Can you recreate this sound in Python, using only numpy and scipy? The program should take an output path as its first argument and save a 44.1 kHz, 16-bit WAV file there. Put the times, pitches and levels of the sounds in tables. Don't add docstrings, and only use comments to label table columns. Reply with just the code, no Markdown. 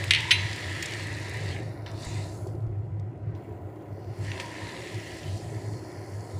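import sys
import numpy as np
from scipy import signal
from scipy.fft import rfft, irfft, next_fast_len
from scipy.io import wavfile
from scipy.ndimage import uniform_filter1d

SR = 44100
rng = np.random.default_rng(int(sys.argv[2]) if len(sys.argv) > 2 else 0)


def file_out(sig):
    cols = np.atleast_2d(sig).T
    lim = np.clip(cols, -1, 1)
    pcm = np.round(lim * 32767).astype(np.int16)
    wavfile.write(sys.argv[1], SR, pcm)


def voltage_ratio(decibels):
    exponent = np.asarray(decibels, float) / 20
    return 10 ** exponent


N = 281799
WAKE_S = 3.35


def evened(x):
    return x / np.sqrt(np.mean(x ** 2) + 1e-20)


def read(points, hz):
    f, value = np.transpose(points)
    return np.interp(np.log(hz + 1), np.log(f + 1), value)


def curve(table, column, t):
    return np.interp(t, np.array(table)[:, 0], np.array(table)[:, column])


def add(mix, s, sound):
    part = mix[round(s * SR):][:len(sound)]
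    part += sound[:len(part)]


def coloured(x, colour):
    size = next_fast_len(len(x), True)
    hz = np.fft.rfftfreq(size, 1 / SR)
    inside = (hz > colour[0][0]) & (hz < colour[-1][0])
    return irfft(rfft(x, size) * voltage_ratio(read(colour, hz)) * inside, size)[:len(x)]


def gated(drive, colour, edges, table, patchy_db, size=512):
    overlap = size - size // 4
    hz, t, z = signal.stft(drive, SR, nperseg=size, noverlap=overlap)
    patches = rng.standard_normal(z.shape[::-1]).T
    patches = uniform_filter1d(patches, size=3, axis=0)
    patches = evened(uniform_filter1d(patches, size=24, axis=1))
    gain = np.zeros(z.shape)
    for k, (lo, hi) in enumerate(zip(edges, edges[1:])):
        shape = voltage_ratio(read(colour, hz)) * (hz >= lo) * (hz < hi)
        shape = shape / np.sqrt(np.sum(shape ** 2) / len(hz))
        gain += np.outer(shape, voltage_ratio(curve(table, k + 1, t)))
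    z = z * gain * voltage_ratio(patchy_db * patches)
    return signal.istft(z, SR, nperseg=size, noverlap=overlap)[1][:N]


def tick(hz, cycles):
    u = np.arange(200) / SR * hz
    snap = -np.sin(2 * np.pi * u) * u * np.exp(-u / cycles)
    return snap / abs(snap).max()


def bursts(per_s, spread_db, ms):
    puff = np.exp(-np.arange(600) / (ms * SR / 1000))
    out = 0
    for hz in [2000, 3200, 5000, 7500, 11000]:
        strength = voltage_ratio(spread_db * np.minimum(rng.exponential(1, N), 3.2))
        strength = strength * (rng.random(N) < per_s / SR)
        hiss = signal.oaconvolve(strength, puff)[:N] * rng.standard_normal(N)
        out += coloured(hiss, [(hz * .4, -22), (hz * .7, -3), (hz * 1.6, -3), (hz * 3, -22)])
    return evened(out)


def sizzle():
    # (frequency [Hz], density [dB per Hz])
    fry_colour = [(880, -39), (1500, -9), (1560, -3), (1690, -3), (1800, -0.5), (1990, 0.5), (2180, -3.5),
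                  (2450, -9.5), (3260, -10.5), (4280, -11.5), (5890, -17.5), (7260, -15), (9600, -22.5),
                  (12500, -54), (21100, -120)]
    jet_colour = [(5470, -30), (9300, 2), (11200, -4.5), (12800, -16), (14700, -7.5), (15700, -12)]
    fry_edges = [1600, 2400, 3000, 3500, 4150, 6100, 9400]
    # (centre [Hz], open [dB], shut [dB], shut once woken [dB], share of opening depth [1])
    fry_bands = [(1980, -41.5, -69.5, -65.5, 0.94), (2700, -48.5, -78, -75.5, 0.94),
                 (3300, -51.5, -84, -78, 0.9), (3800, -51, -87, -80.5, 0.97), (4530, -50.5, -84, -83, 0.98),
                 (7418, -53.5, -85, -79.5, 0.97)]
    jet_bands = [(10280, -61.5, -89, -81.5, 0.9), (13920, -70, -91, -78, 0.81)]
    drive = evened(rng.standard_normal(N) + 0.5 * bursts(per_s=220., spread_db=3.0, ms=0.55))
    fry = gated(drive, fry_colour, fry_edges, suppressor(fry_bands), patchy_db=1.5)
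    jet = gated(drive, jet_colour, [9400, 12000, 15700], suppressor(jet_bands), patchy_db=.6)
    return fry + jet


def suppressor(bands):
    # (opens [s], shuts at the pivot [s], later [s per octave], depth [dB], tilt [dB per octave])
    openings = [
        (-.3, 1.015, 0.0084, 0.8, -0.4),
        (.9, 1.503, 0.0066, -2, -0.7),
        (2.059, 2.164, 0.1, -10.5, 2.5),
        (4.268, 5.19, 0.16, -8.5, 1.5),
        (5.193, 6.603, 0.0098, -18.5, 5),
    ]
    # (time [s], depth [dB], tilt [dB per octave])
    jolts = [
        (.11, 5, 4),
        (.31, 18, -5),
        (1.862, -8, -6.5),
        (2.47, -27, 9.5),
        (3.35, -24.5, 0),
        (4.399, 4, 0.8),
    ]
    # (start [s], end [s], from [Hz], to [Hz], change [dB])
    strays = [(0.99, 1.86, 3100, 3500, -4), (1.62, 1.8, 6000, 9000, 3), (3.27, 3.33, 1200, 5200, 5.5),
              (1.646, 2.02, 3550, 5200, 8.5), (1.68, 1.96, 9000, 16000, 10.5), (1.72, 2.03, 900, 2200, 5),
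              (3.92, 4.18, 4000, 5200, 8.5), (4.26, 4.95, 1800, 3600, 2.5), (5.68, 6.6, 2500, 3550, -6.5),
              (5.75, 6.3, 3550, 4100, -11), (3.35, 6.6, 3100, 4100, -2), (3.35, 6.6, 4100, 5200, 2),
              (4.55, 4.9, 3550, 4100, 5.5), (2.02, 2.38, 3100, 3550, -7), (2.4, 2.65, 3550, 4100, -3),
              (1.31, 1.39, 1800, 2200, 3), (4.85, 5.1, 1800, 3000, 2), (5.45, 5.7, 1800, 2200, 3.5),
              (5.85, 6.1, 1800, 2200, 3), (4.84, 5.4, 12000, 16000, 3), (4.852, 5.4, 900, 1500, -2.5),
              (2.02, 2.55, 2500, 3500, -2.5), (2.4, 2.54, 4100, 5200, 3), (1.87, 1.94, 6000, 9000, 3),
              (1.69, 1.8, 6000, 9000, 2), (5.52, 5.75, 2500, 4100, -3), (1.52, 1.65, 1800, 3000, 2),
              (1.84, 2.23, 2500, 9000, 5), (4.9, 5.62, 3100, 3500, 3), (5.65, 5.8, 4000, 9000, 2.5),
              (5.75, 6.1, 6000, 9000, -3), (2.3, 2.68, 900, 1500, 3), (4.6, 5.4, 6000, 11500, 1.5),
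              (5.85, 6.6, 900, 1500, 1.5)]
    open_s, shut_s, shut_bend, jolt_s = 0.1, 0.2, 1.48, 0.074
    pivot_hz, early_s_per_octave, stray_edge_s = 2000, 0.02, 0.12
    t = np.arange(0, N / SR + .01, .004)[:, None]
    hz, open_db, shut_db, woken_db, share = np.transpose(bands)
    octave = np.maximum(np.log2(hz / pivot_hz), 0)
    shut = np.where(t < WAKE_S, shut_db, woken_db)
    level = shut
    for start, end, later, db, tilt_db in openings:
        before = np.maximum(start - early_s_per_octave * octave - t, 0)
        after = np.maximum(t - end - later * octave, 0)
        wide = np.exp(-before / open_s - (after / shut_s) ** shut_bend)
        target = open_db + share * (db + tilt_db * octave)
        level = np.maximum(level, shut + wide * (target - shut))
    for s, db, tilt_db in jolts:
        wide = (t >= s) * np.exp(-np.maximum(t - s, 0) / jolt_s)
        target = open_db + share * (db + tilt_db * octave)
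        level = np.maximum(level, shut + wide * (target - shut))
    for start, end, lo_hz, hi_hz, db in strays:
        on = np.clip(np.minimum(t - start, end - t) / stray_edge_s + .5, 0, 1)
        level = level + db * on * (hz > lo_hz) * (hz < hi_hz)
    return np.hstack([t, level])


def spoon():
    # (time [s], peak [dB], ring [dB], which ring [index], pan tail [dB])
    contacts = [(.1084, -1, -15, 0, -14), (.1361, -7, -17, 0, -16), (.1488, -7, -19, 0, -14),
                (.160, -15, -22, 0, -9), (.186, -22, -20, 0, -12), (.3087, -4.5, -30, 1, -20),
                (.3124, -1.5, -17, 1, -17), (.3157, -5, -40, 1, -18), (.319, -8, -40, 1, -16),
                (.3212, -8, -40, 1, -13), (.8245, -26, -14, 2, -12), (.8261, -18, -13, 2, -15)]
    # (frequency [Hz], level [dB], t60 [s])
    ring_modes = [
        [(6137, -14, .04), (8064, -15, .07), (10150, 1, .011), (10230, -24, .1), (14140, -15, .016)],
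        [(1475, -16, .17), (1906, -10, .2), (2503, -3, .18), (3106, -9, .15), (3618, -9, .18), (3962, -10, .2),
         (4004, -6.5, .33), (6253, -18, .3), (6262, -18, .3), (8134, -13, .1), (10560, -9, .13),
         (10640, -21, .18), (12200, -24, .06), (14200, -19, .075), (14290, -21, .075)],
        [(1850, 3, .05), (4549, -3, .03), (7000, 0, .035), (8592, -15, .1), (11210, -16, .05),
         (12880, -10, .045), (14750, -7, .06)],
    ]
    # (frequency [Hz], density [dB per Hz])
    pan_colour = [(530, -40), (900, -9), (1210, -12.5), (2000, 5), (3530, 0.5), (5720, -14.5), (6300, -18),
                  (6810, -36.5), (8250, -25), (9000, -40), (11700, -69.5), (19800, -120)]
    bowl_modes = [1840, 2035, 2105, 2247, 2326, 2510, 2647, 2774, 2817, 3143, 3339, 3709, 4290]
    # (delay [s], level [dB])
    echoes = [
        (0, 0),
        (.0007, -11),
        (.0020, -4),
        (.0029, -6),
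        (.0047, -12),
        (.0072, -13),
    ]
    snap_pitch = [3300, 3100, 6200]
    out, t = np.zeros(N), np.arange(SR // 2) / SR
    bowl_hz = np.array(bowl_modes)[:, None]
    for s, db, ring_db, which, tail_db in contacts:
        which = round(which)
        first = min(row[0] for row in contacts if round(row[3]) == which)
        bounce = s - first > .005
        dull, cycles, bounce_echo_db = (.95, .5, -3) if bounce else (1, .4, 0)
        snap = tick(dull * snap_pitch[which], cycles)
        for delay, echo_db in echoes:
            add(out, s + delay, voltage_ratio(db + echo_db + 1 + bounce_echo_db * (delay > 0)) * snap)
        decay = voltage_ratio(-60 * t / 0.026) + voltage_ratio(-14.0 - 60 * t / 0.71)
        rattle = evened(coloured(rng.standard_normal(len(t)), pan_colour)) * decay
        turns = bowl_hz * t + rng.random(bowl_hz.shape)
        modes = np.sum(voltage_ratio(read(pan_colour, bowl_hz) * .7) * np.sin(2 * np.pi * turns), 0)
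        modes = evened(modes) * voltage_ratio(-6.5 - 60 * t / 0.2)
        ring = sum(voltage_ratio(mode_db - 60 * t / t60) * np.sin(2 * np.pi * hz * t)
                   for hz, mode_db, t60 in ring_modes[which])
        add(out, s, voltage_ratio(db + tail_db + .3) * (rattle + modes) * np.minimum(t / .002, 1))
        add(out, s, voltage_ratio(db + ring_db) * ring * np.minimum(t / .0008, 1))
    return out


def pops():
    # (time [s], peak [dB], centre [Hz], tail [dB])
    oil_pops = [(0.0393, -20, 2700, -8), (0.041, -34, 8500, 4), (1.457, -39, 2625, -10),
                (1.862, -30, 2720, -8.5), (3.3498, -43.5, 3600, -10), (3.12, -45, 902, -10),
                (4.134, -37, 900, -7), (4.3166, -19.5, 2480, -9.5), (4.377, -27, 2300, -5),
                (4.399, -17.5, 2780, -13), (5.2598, -38, 2680, -13), (6.3094, -48, 4410, -5),
                (0.205, -24, 7150, -11), (0.529, -24, 4550, -8), (0.559, -30, 7000, -8),
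                 (0.858, -24, 4940, -2), (0.9088, -34, 7800, -3), (0.9212, -35, 4740, -2),
                 (0.936, -23.5, 4820, -10), (1.489, -24, 4415, -23), (1.6318, -39, 7020, -14),
                 (1.9144, -44, 4730, 0), (1.9765, -34, 4730, -19), (2.0213, -34, 5340, -13),
                 (2.0485, -33.5, 6400, -2), (2.0901, -39, 8150, -11), (2.1425, -41, 4520, 2),
                 (2.4704, -47, 6500, 0), (2.552, -52, 5120, -8), (2.6042, -54, 4400, -9),
                 (2.6233, -55, 4400, -10), (2.666, -55, 4400, -8), (2.996, -48, 4800, -5),
                 (3.1764, -55.5, 7010, -17), (3.7593, -56.5, 4750, -9), (3.8212, -61.5, 4910, -2.5),
                 (4.045, -47, 4500, -22), (4.4607, -30, 6760, -19), (5.3428, -59, 4790, -10),
                 (5.4994, -45, 4450, -12), (5.7354, -39, 4690, -22), (5.918, -44, 5300, -9),
                (.4966, -41, 7400, -6), (.6757, -36, 6500, -8), (1.0349, -35, 7060, -6),
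                     (1.0698, -33, 7000, -6), (1.1272, -37, 7500, -6), (1.1666, -36, 7000, -6),
                     (1.198, -40, 7500, -2), (1.2948, -36, 8000, -2), (1.338, -37, 7000, -4),
                     (1.3706, -38, 8200, -5), (1.4604, -38, 7000, -6), (4.6902, -36, 3600, -6),
                     (4.7196, -36, 3000, -5), (4.9441, -36, 4760, -8), (5.8391, -46, 5200, -8),
                     (5.9468, -48, 4800, -10), (6.1114, -51, 5540, -8)]
    out, t = np.zeros(N), np.arange(2048) / SR
    for s, db, hz, tail_db in oil_pops:
        colour = [(hz * .3, -30), (hz * .62, -6), (hz, 0), (hz * 1.6, -6), (hz * 4.5, -32)]
        spray = evened(coloured(rng.standard_normal(len(t)), colour))
        add(out, s + .0011, voltage_ratio(db) * tick(hz * .85, cycles=.3))
        add(out, s, voltage_ratio(db + tail_db - 60 * t / .022) * spray * np.minimum(t / .001, 1))
    return out


def slides():
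    # (start [s], length [s], centre [Hz], width [Hz], level [dB])
    strokes = [
        (1.45, .11, 4400, 250, -47),
        (1.49, .08, 3200, 150, -49),
        (2.11, .16, 2050, 150, -53),
        (2.02, .14, 7000, 900, -53),
    ]
    out = np.zeros(N)
    for s, length, hz, width, db in strokes:
        colour = [(hz - 2 * width, -20), (hz, 0), (hz + 2 * width, -20)]
        hiss = evened(coloured(rng.standard_normal(SR // 2), colour))
        count = round(length * SR)
        add(out, s, voltage_ratio(db) * hiss[:count] * np.hanning(count))
    return out


def thuds():
    # (time [s], peak [dB], frequency [Hz])
    pushes = [
        (2.466, -26, 368.6),
        (2.548, -27.5, 339),
        (3.119, -38, 280),
        (4.134, -36.5, 341),
        (2.065, -30, 63.3),
        (2.67, -34, 50),
    ]
    out, t = np.zeros(N), np.arange(SR // 4) / SR
    for s, db, hz in pushes:
        t60 = 0.042 + 8.6 / hz
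        add(out, s, voltage_ratio(db - 60 * t / t60) * np.sin(2 * np.pi * hz * t) * np.minimum(t / 0.0038, 1))
        add(out, s, voltage_ratio(db - 11.0) * (hz > 200) * tick(hz=730, cycles=0.62))
    return out


def flame():
    # (frequency [Hz], density [dB per Hz])
    roar_colour = [(100, -31), (170, 1.5), (195, -2.5), (248, -11), (312, 2), (405, -2.5), (459, -9),
                   (540, -6.5), (750, -8), (841, -13.5), (910, -4.5), (985, -0.5), (1080, -10.5),
                   (1170, -18), (1260, -12), (1570, -16.5), (1700, -3.5), (2210, -40), (3740, -120)]
    roar_edges = [180, 860, 1080, 1600]
    # (time [s], level [dB])
    strength = [(0.0, -39.5), (.14, -46), (.73, -43), (1.37, -43), (1.53, -40.5), (1.76, -44),
                (2.17, -41.5), (2.47, -44), (2.94, -48.5), (3.4, -44.5), (4.13, -44.5), (4.34, -42),
                (4.5, -42.5), (5.2, -43), (6.39, -43.5)]
    # (centre [Hz], open [dB], shut [dB], shut once woken [dB], share of opening depth [1])
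    top_bands = [(960, -52.5, -65, -60, 0.23), (1300, -54, -67, -64, .45)]
    # (peak time [s], level [dB])
    hums = [
        (.28, -41.5),
        (2.17, -53.5),
        (3.4, -58.5),
        (4.45, -45),
        (4.65, -46.5),
        (6.39, -51),
    ]
    rise_db_per_s, fall_db_per_s = 64.5, 41
    t, bowl_db, edge_db = suppressor(top_bands).T
    for s, db in hums:
        drop_db = np.maximum(rise_db_per_s * (s - t), fall_db_per_s * (t - s))
        bowl_db = np.maximum(bowl_db, db - drop_db)
    levels = np.transpose([t, curve(strength, 1, t), bowl_db, edge_db])
    return gated(rng.standard_normal(N), roar_colour, roar_edges, levels, patchy_db=1.25, size=2048)


def slow_wander():
    return evened(uniform_filter1d(uniform_filter1d(rng.standard_normal(N), size=1500), size=1500))


def drone():
    # (start [s], length [s], level [dB], pitch [Hz])
    fan_swells = [(-0.002, 0.26, -32.5, 101.4), (0.33, 0.22, -34, 101.5), (0.647, 0.11, -35.5, 100),
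                  (0.964, 0.3, -36, 101.8), (1.298, 0.42, -34, 104.9), (1.83, 0.039, -37, 105.8),
                  (1.93, 0.042, -35, 101.8), (2.03, 0.028, -38, 103.9), (2.087, 0.2296, -34.5, 102),
                  (2.426, 0.471, -33, 105.7), (2.89, 0.15, -34.5, 101.7), (3.081, 0.032, -40.5, 115.9),
                  (3.158, 0.032, -39.5, 101.2), (3.23, 0.12, -32.5, 103.6), (3.501, 0.048, -36.5, 101.5),
                  (3.625, 0.056, -36.5, 102.7), (3.893, 0.084, -39, 102.5), (4.06, 0.084, -35.5, 99.67),
                  (4.187, 0.14, -34.5, 102.1), (4.348, 0.032, -35.5, 99.45), (4.617, 0.056, -38, 101.7),
                  (4.924, 0.066, -35.5, 104.4), (5.236, 0.146, -34, 103.9), (5.431, 0.19, -35, 103.8),
                  (5.641, 0.13, -34, 105.8), (6.11, 0.134, -36.5, 100.5), (6.333, 0.048, -35, 98.3),
                  (.88, 0.062, -42, 99.8),
        (1.235, 0.036, -42.5, 112.3),
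        (5.8, 0.058, -40.5, 105.8),
        (5.97, 0.074, -40.5, 104.4),
    ]
    # (frequency [Hz], level [dB])
    rumble_colour = [(20, -32.5), (35, -25), (50, -17.5), (70, -3.5), (85, -3), (110, 5.5), (130, -1),
                     (165, -1.5), (185, -17.5)]
    edge_db_per_s, arch_db, lull_db = 258, 5, -56.5
    t = np.arange(N) / SR
    level_db, hz = np.full(N, lull_db), np.full(N, 102.)
    for s, length, db, swell_hz in fan_swells:
        off = abs(t - s - length / 2)
        arch = arch_db * np.minimum(2 * off / length, 1) ** 2
        edge = edge_db_per_s * np.maximum(off - length / 2, 0)
        swell_db = db + 0.45 - arch - edge
        hz = np.where(swell_db > level_db, swell_hz, hz)
        level_db = np.maximum(level_db, swell_db)
    wobble, flutter = slow_wander(), slow_wander()
    pitch = uniform_filter1d(hz, size=900) + 5.0 * wobble
    tone = np.sqrt(2) * np.sin(2 * np.pi * np.cumsum(pitch) / SR)
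    rumble = evened(coloured(rng.standard_normal(N), rumble_colour))
    level_db = uniform_filter1d(level_db, size=400)
    rumble_floor_db = np.where(t < WAKE_S, -41.5, -47)
    rumble_db = np.maximum(level_db - 3.5, rumble_floor_db)
    return voltage_ratio(level_db + 0.98 * flutter) * tone + voltage_ratio(rumble_db) * rumble


def scene():
    events = coloured(spoon() + pops(), [(500, -24), (1100, -10), (1500, -5), (1900, 0), (9000, -1),
                                         (12500, -8), (22000, -9)])
    return (sizzle() + flame() + drone() + slides() + thuds() + events)[None]


def top_cut(x):
    return signal.sosfilt(signal.butter(12, 16620, fs=SR, output="sos"), x)


def record(dry):
    low_pass = signal.firwin(255, 15500, window=("kaiser", 8), fs=SR)
    limited = signal.oaconvolve(dry, low_pass[None], "same")
    return top_cut(limited)


dry = scene()
out = record(dry)
file_out(out)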